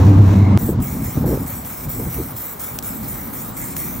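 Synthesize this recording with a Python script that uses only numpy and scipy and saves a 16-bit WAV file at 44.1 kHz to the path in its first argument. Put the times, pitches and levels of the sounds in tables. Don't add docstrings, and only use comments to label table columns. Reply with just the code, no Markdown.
import sys
import numpy as np
from scipy import signal
from scipy.fft import rfft, irfft
from scipy.io import wavfile
from scipy.ndimage import map_coordinates

SR = 44100
rng = np.random.default_rng(int(sys.argv[2]) if len(sys.argv) > 2 else 0)


def transcribe(signal):
    frames = np.atleast_2d(signal).T
    limited = np.clip(frames, -1, 1)
    pcm = np.round(limited * 32767).astype(np.int16)
    wavfile.write(sys.argv[1], SR, pcm)


N = 176400
T = np.arange(N) / SR
FREQS = np.maximum(np.arange(N // 2 + 1) * SR / N, 1)

# (start [s], end [s], level [dB], sag [dB], fan trim [dB], hiss left at the turn [dB])
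SPRAY_STROKES = [(0.585, 0.706, -28, 2.5, -0.5, -65), (0.803, 0.818, -36, 3, 4, -45),
                 (0.821, 1.02, -27, 8.5, 2, -34), (1.039, 1.223, -26.5, 9.5, 3, -44),
                 (1.258, 1.436, -28.5, 6, 2, -39), (1.465, 1.61, -27, 7, 1, -36.5),
                 (1.65, 1.847, -29, 2.5, 1, -40), (1.888, 2.099, -25.5, 7, 0, -30),
                 (2.119, 2.315, -24, 9.5, -1, -38), (2.36, 2.526, -26, 4.5, -0.5, -38.5),
                 (2.594, 2.765, -26, 6, 0, -41), (2.828, 3.03, -26, 9, 0, -32.5),
                 (3.074, 3.278, -26, 6.5, -0.5, -37), (3.33, 3.497, -27.5, 3.5, 0, -42),
                 (3.563, 3.725, -29, 2.5, 2.5, -37), (3.762, 3.962, -24.5, 6, 1, -34)]
# (frequency [Hz], gain [dB])
JET_EQ = [(3000, -27), (6500, -30), (8000, -7), (9000, -0.5), (10000, -1.5), (11500, 0.5), (13200, 0.3),
          (14200, -1.5), (15200, 0.3), (16000, -2)]
# (frequency [Hz], gain [dB])
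FAN_EQ = [(600, -24), (1200, -1), (1900, -3), (2270, 0), (2600, -10.5), (4300, -9), (4850, -19), (5200, -5),
          (6800, -3.5), (8000, 5), (9500, -36), (14000, -7.5)]
# (time [s], half length [s], level [dB], centre [Hz])
PAINT_SPURTS = [(.828, 0.0058, -30.5, 8700), (1.482, 0.01, -39, 8300), (2.65, 0.023, -39, 8800),
                (2.88, 0.01, -30, 10100), (3.045, 0.019, -50.5, 4660), (3.636, 0.062, -34.5, 8450)]
# (delay [ms], swing as the can moves [ms], gain [dB])
EARLY_REFLECTIONS = [(.45, .1, -13), (.88, .09, -10), (1.5, .25, -14), (2.4, .35, -16)]
# (time [s], level [dB], treble trim [dB])
NOZZLE_CLICKS = [(0.8024, -35, -11), (1.463, -30, -6), (1.649, -27, -9), (1.885, -37, -8),
                 (2.235, -30.5, 0), (2.597, -29, -1), (2.788, -12.5, -1.5), (2.826, -23, 0),
                 (3.766, -19, -5.5)]
# (frequency [Hz], gain [dB])
NOZZLE_EQ = [(500, -28), (1250, -3.5), (2200, -7), (3200, -2), (4600, -5), (5250, 5.5), (6400, 2),
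             (8000, 5), (13000, 3), (16000, 3.5)]
# (frequency [Hz], phase [rad])
PORT_PHASE = [(2400, 0), (2930, 1.8), (3700, .2), (4500, .2), (4850, -1.5), (5400, -.1), (6400, .5),
              (8000, 2.05), (8900, 2.5), (9350, 3.1), (10550, 3.18), (11000, 3.5), (11800, 4),
              (13000, 4.75), (14700, 6.28)]

# (time [s], level [dB])
DRONE_RIDE = [(0, -10), (.04, -16.5), (.065, -6.5), (.12, -8.5), (.16, -7), (.24, -10), (.29, -14.5),
              (.325, -11), (.37, -23), (.405, -10), (.455, -14), (.5, -8), (.545, -11.5), (.575, -12.5)]
# (harmonic [number], gain [dB])
DRONE_PARTIALS = [(1, 1.5), (2, -14), (3, -16), (5, -35)]
# (time [s], half length [s], level [dB], harmonic [number])
OVERTONE_FLARES = [(0.106, 0.016, -17, 3), (0.374, 0.023, -15, 2), (0.541, 0.007, -12, 2)]
# (frequency [Hz], gain [dB])
BLAST_EQ = [(25, -34), (43, -14.5), (70, -9), (102, 1), (145, -5), (210, -6), (300, -12.5), (400, -18.5),
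            (600, -24), (1000, -23.5), (1600, -38.5), (3200, -47), (8000, -59), (16000, -101.5)]
# (time [s], level [dB])
BLAST_RIDE = [(0, -12.5), (.12, -12.5), (.3, -14), (.45, -15.5), (.575, -13)]
# (frequency [Hz], correlation [0-1])
BLAST_IMAGE = [(100, .99), (380, 0.92), (700, 0.2), (2400, 0), (8000, 0)]

# (time [s], half length [s], level [dB])
RAG_WIPES = [(.04, 0.094, -35.5), (.32, 0.077, -36.5), (.5, 0.04, -48.5)]
# (frequency [Hz], gain [dB])
RAG_EQ = [(500, 9.5), (1100, -0.5), (1600, 11.5), (2200, 4), (2600, 6), (3200, -2.5), (3800, 2.5),
          (4800, -5), (5800, 0.5), (7000, -2), (9000, -2), (12500, -0.5), (16000, -9)]
# (centre [Hz], width [Hz], gain [dB])
SCRUB_BANDS = [(2143, 220, -0.5), (4000, 450, -13)]
# (time [s], half length [s], level [dB])
RAG_PRESS = [(.44, .085, -40.5)]

# (time [s], level [dB])
GUST_RIDE = [(.58, -26.5), (.63, -17), (.72, -16.5), (.785, -22), (.805, -13), (.83, -22.5), (.97, -21.5),
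             (1.06, -21), (1.145, -29.5), (1.172, -13), (1.195, -18.5), (1.27, -16), (1.35, -20.5),
             (1.42, -25.5), (1.52, -31), (1.6, -31), (1.76, -39.5), (1.87, -24.5), (1.93, -35), (2.0, -22),
             (2.075, -24.5), (2.125, -31.5), (2.2, -21.5), (2.24, -29.5), (2.5, -45.5), (2.85, -36),
             (2.99, -32.5), (3.08, -34.5), (3.6, -45), (4, -35)]
# (frequency [Hz], gain [dB])
BUFFET_EQ = [(20, -50), (40, -0.5), (65, 1.5), (125, 3.5), (170, -0.5), (240, -1), (285, -5), (335, -15.5),
             (500, -21.5), (1000, -28.5), (3000, -67)]
# (time [s], half length [s], level [dB])
EDDY_BURSTS = [(.702, 0.022, -23.5), (1.172, 0.0053, -31.5), (1.246, 0.0045, -15), (1.28, 0.019, -24),
               (1.335, 0.037, -20.5), (2.0, 0.032, -34), (2.072, 0.0067, -28.5), (2.2, 0.011, -27)]
# (frequency [Hz], gain [dB])
EDDY_EQ = [(120, -56), (240, 5), (330, 8), (480, 1.5), (700, -14), (1200, -23), (2500, -47), (6000, -69)]

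# (frequency [Hz], gain [dB])
STREET_EQ = [(30, -16), (70, 5.5), (150, 2), (300, 2), (480, 2.5), (800, 3), (1200, 0.5), (1800, -7.5),
             (2500, -15), (4000, -16.5), (8000, -24), (16000, -123)]
# (frequency [Hz], correlation [0-1])
STREET_IMAGE = [(60, 0.77), (290, 1), (640, 0), (1400, 0.47), (3000, 0.31), (8000, 0.65)]
# (frequency [Hz], left over right [dB])
STREET_PAN = [(400, 1.5), (750, -0.5), (1150, 3), (1600, 1), (2300, 0.5)]
# (frequency [Hz], gain [dB])
RUMBLE_EQ = [(60, -4), (120, -4), (170, -1), (270, -1.5), (380, -16), (600, -33.5), (1500, -82)]
# (time [s], level [dB])
RUMBLE_RIDE = [(.6, -39), (2.3, -45), (2.6, -43.5), (2.95, -32.5), (3.3, -33.5), (3.55, -33.5),
               (3.9, -30.5)]

CUT_S = 0.5755
ATTACK_S, RELEASE_S = 0.011, 0.02
SWELL_DB, SWELL_S = 2, 0.026
JET_CORRELATION, FAN_CORRELATION, FAN_DB = .9995, .95, -11.5
WANDER_DB, WANDER_HZ, FLUTTER_DB, SPUTTER = 2.3, 11, .5, 0.16
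CLICK_DECAY_S, CLICK_TAIL_S, CLICK_TAIL_DB, CLICK_TREBLE_HZ = 0.0015, 0.009, -23, 3500
DRONE_HZ, DRONE_JITTER, DRONE_WAVER_DB = 96.55, .03, 2.2
RAG_GRAIN_DB, STREET_DB = 0.5, -37.5
LOW_CUT_HZ, HIGH_CUT_HZ = 32, 15720


def spray():
    jet_power = fan_power = 0
    next_starts = [row[0] for row in SPRAY_STROKES[1:]] + [N / SR]
    for (start, end, db, sag_db, fan_db, turn_db), until in zip(SPRAY_STROKES, next_starts):
        attack = np.clip((T - start) / ATTACK_S + .5, 0, 1)
        onset_dip_db = SWELL_DB * np.exp(-np.maximum(T - start, 0) / SWELL_S)
        progress = np.clip((T - start) / (end - start), 0, 1)
        release = np.exp(-np.maximum(T - end, 0) / RELEASE_S)
        stroke = attack * undb(db - onset_dip_db - sag_db * progress) * release
        power = stroke ** 2 + (T > end) * (T < until) * undb(turn_db) ** 2
        jet_power += power
        fan_power += power * undb(fan_db) ** 2
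    jet = np.sqrt(jet_power) * colour(noise(JET_CORRELATION), JET_EQ)
    fan = undb(FAN_DB) * np.sqrt(fan_power) * colour(noise(FAN_CORRELATION), FAN_EQ)
    hiss = jet_wander(jet + fan + spurts())
    return reflections(hiss * undb(FLUTTER_DB * walk(56)) * (1 + SPUTTER * walk(1200)))


def spurts():
    return sum(noise_band(hz, hz / 4, JET_CORRELATION) * swells([(at, half, db)])
               for at, half, db, hz in PAINT_SPURTS)


def jet_wander(hiss):
    spectrum = rfft(hiss)
    centres, spacing = np.linspace(0, 16000, 26, retstep=True)
    bands = (irfft(spectrum * np.maximum(1 - abs(FREQS - hz) / spacing, 0), N) for hz in centres)
    return sum(band * undb(WANDER_DB * walk(WANDER_HZ)) for band in bands)


def reflections(hiss):
    heard = hiss
    for delay_ms, swing_ms, db in EARLY_REFLECTIONS:
        playhead = np.arange(N) - (delay_ms + swing_ms * walk(3)) * SR / 1000
        echo = np.array([map_coordinates(side, [playhead], order=3, mode="mirror") for side in hiss])
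        heard = heard + undb(db) * echo
    return heard


def nozzle():
    clicks = 0
    for at, db, treble_db in NOZZLE_CLICKS:
        age = np.maximum(T - at, 0)
        snap = np.exp(-age / CLICK_DECAY_S)
        tail = undb(CLICK_TAIL_DB) * np.exp(-age / CLICK_TAIL_S)
        envelope = (T >= at) * undb(db) * (snap + tail)
        eq = [(hz, gain + treble_db * (hz > CLICK_TREBLE_HZ)) for hz, gain in NOZZLE_EQ]
        clicks += colour(noise(1.0) * envelope, eq)
    return clicks


def drone():
    cycles = np.cumsum(DRONE_HZ * (1 + DRONE_JITTER * walk(29))) / SR
    phase = 2 * np.pi * (cycles - cycles[int(CUT_S * SR)])
    hum = sum(undb(db + DRONE_WAVER_DB * walk(28)) * np.cos(round(harmonic) * phase)
              for harmonic, db in DRONE_PARTIALS)
    flares = sum(swells([(at, half, db)]) * np.cos(round(harmonic) * phase)
                 for at, half, db, harmonic in OVERTONE_FLARES)
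    return np.sqrt(2) * (hum * undb(curve(DRONE_RIDE)) + flares)


def wind_blast():
    return colour(noise(across(BLAST_IMAGE)), BLAST_EQ) * undb(curve(BLAST_RIDE) + 0.56 * walk(75))


def rag():
    rub = colour(noise(1.0), RAG_EQ) * swells(RAG_WIPES)
    scrub = sum(noise_band(hz, width_hz, 1.0) * undb(db) for hz, width_hz, db in SCRUB_BANDS)
    grain = undb(1.1 * walk(80) + RAG_GRAIN_DB * walk(700))
    return (rub + scrub * swells(RAG_PRESS)) * grain


def gusts():
    buffet = colour(noise(0.99), BUFFET_EQ) * undb(curve(GUST_RIDE) + 1.8 * walk(31))
    eddies = colour(noise(0.98), EDDY_EQ) * swells(EDDY_BURSTS) * undb(4.6 * walk(90))
    return buffet + eddies


def street():
    wash = colour(noise(across(STREET_IMAGE)), STREET_EQ) * undb(STREET_DB + 0.56 * walk(12))
    pan = undb(across(STREET_PAN) * np.array([[.5], [-.5]]))
    rumble = colour(noise(0.73), RUMBLE_EQ) * undb(curve(RUMBLE_RIDE))
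    return irfft(rfft(wash) * pan, N) + rumble


def mic_ports(x):
    return irfft(rfft(x) * np.exp(1j * across(PORT_PHASE) * np.array([[.5], [-.5]])), N)


def undb(db):
    return 10 ** (np.asarray(db) / 20)


def curve(rows):
    return np.interp(T, *np.array(rows).T)


def across(rows):
    hz, value = np.array(rows).T
    return np.interp(np.log(FREQS), np.log(hz), value)


def swells(rows):
    return sum(undb(db) * np.exp(-((T - at) / half) ** 2 / 2) for at, half, db in rows)


def walk(rate_hz):
    drift = irfft(rfft(rng.standard_normal(N)) * np.exp(-(FREQS / rate_hz) ** 2), N)
    return drift / drift.std()


def noise(correlation):
    shared = np.clip(correlation, 0, 1)
    mid, side = rfft(rng.standard_normal((2, N)))
    return irfft(mid * np.sqrt((1 + shared) / 2) + np.array([[1], [-1]]) * side * np.sqrt((1 - shared) / 2), N)


def noise_band(hz, width_hz, correlation):
    eq = [(hz + width_hz * offset, db) for offset, db in [(-1.5, -40), (-.5, 0), (.5, 0), (1.5, -40)]]
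    return colour(noise(correlation), eq)


def colour(x, eq):
    gain = undb(across(eq))
    return irfft(rfft(x) * gain / np.sqrt(np.mean(gain ** 2)), N)


def scene():
    wiping = drone() + wind_blast() + mic_ports(rag())
    spraying = mic_ports(spray() + nozzle()) + gusts() + street()
    return np.where(T < CUT_S, wiping, spraying)


def record(dry):
    padded_hz = np.arange(N + 1) * SR / (2 * N)
    low_cut = np.interp(padded_hz, [LOW_CUT_HZ / 2, LOW_CUT_HZ * 1.7], [0, 1])
    thinned = irfft(rfft(dry, 2 * N) * low_cut)[:, :N]
    rounded = thinned / (1 + (thinned / .92) ** 6) ** (1 / 6)
    high_cut = signal.ellip(10, .2, 70, HIGH_CUT_HZ, fs=SR, output="sos")
    return signal.sosfilt(high_cut, rounded)


dry = scene()
out = record(dry)
transcribe(out)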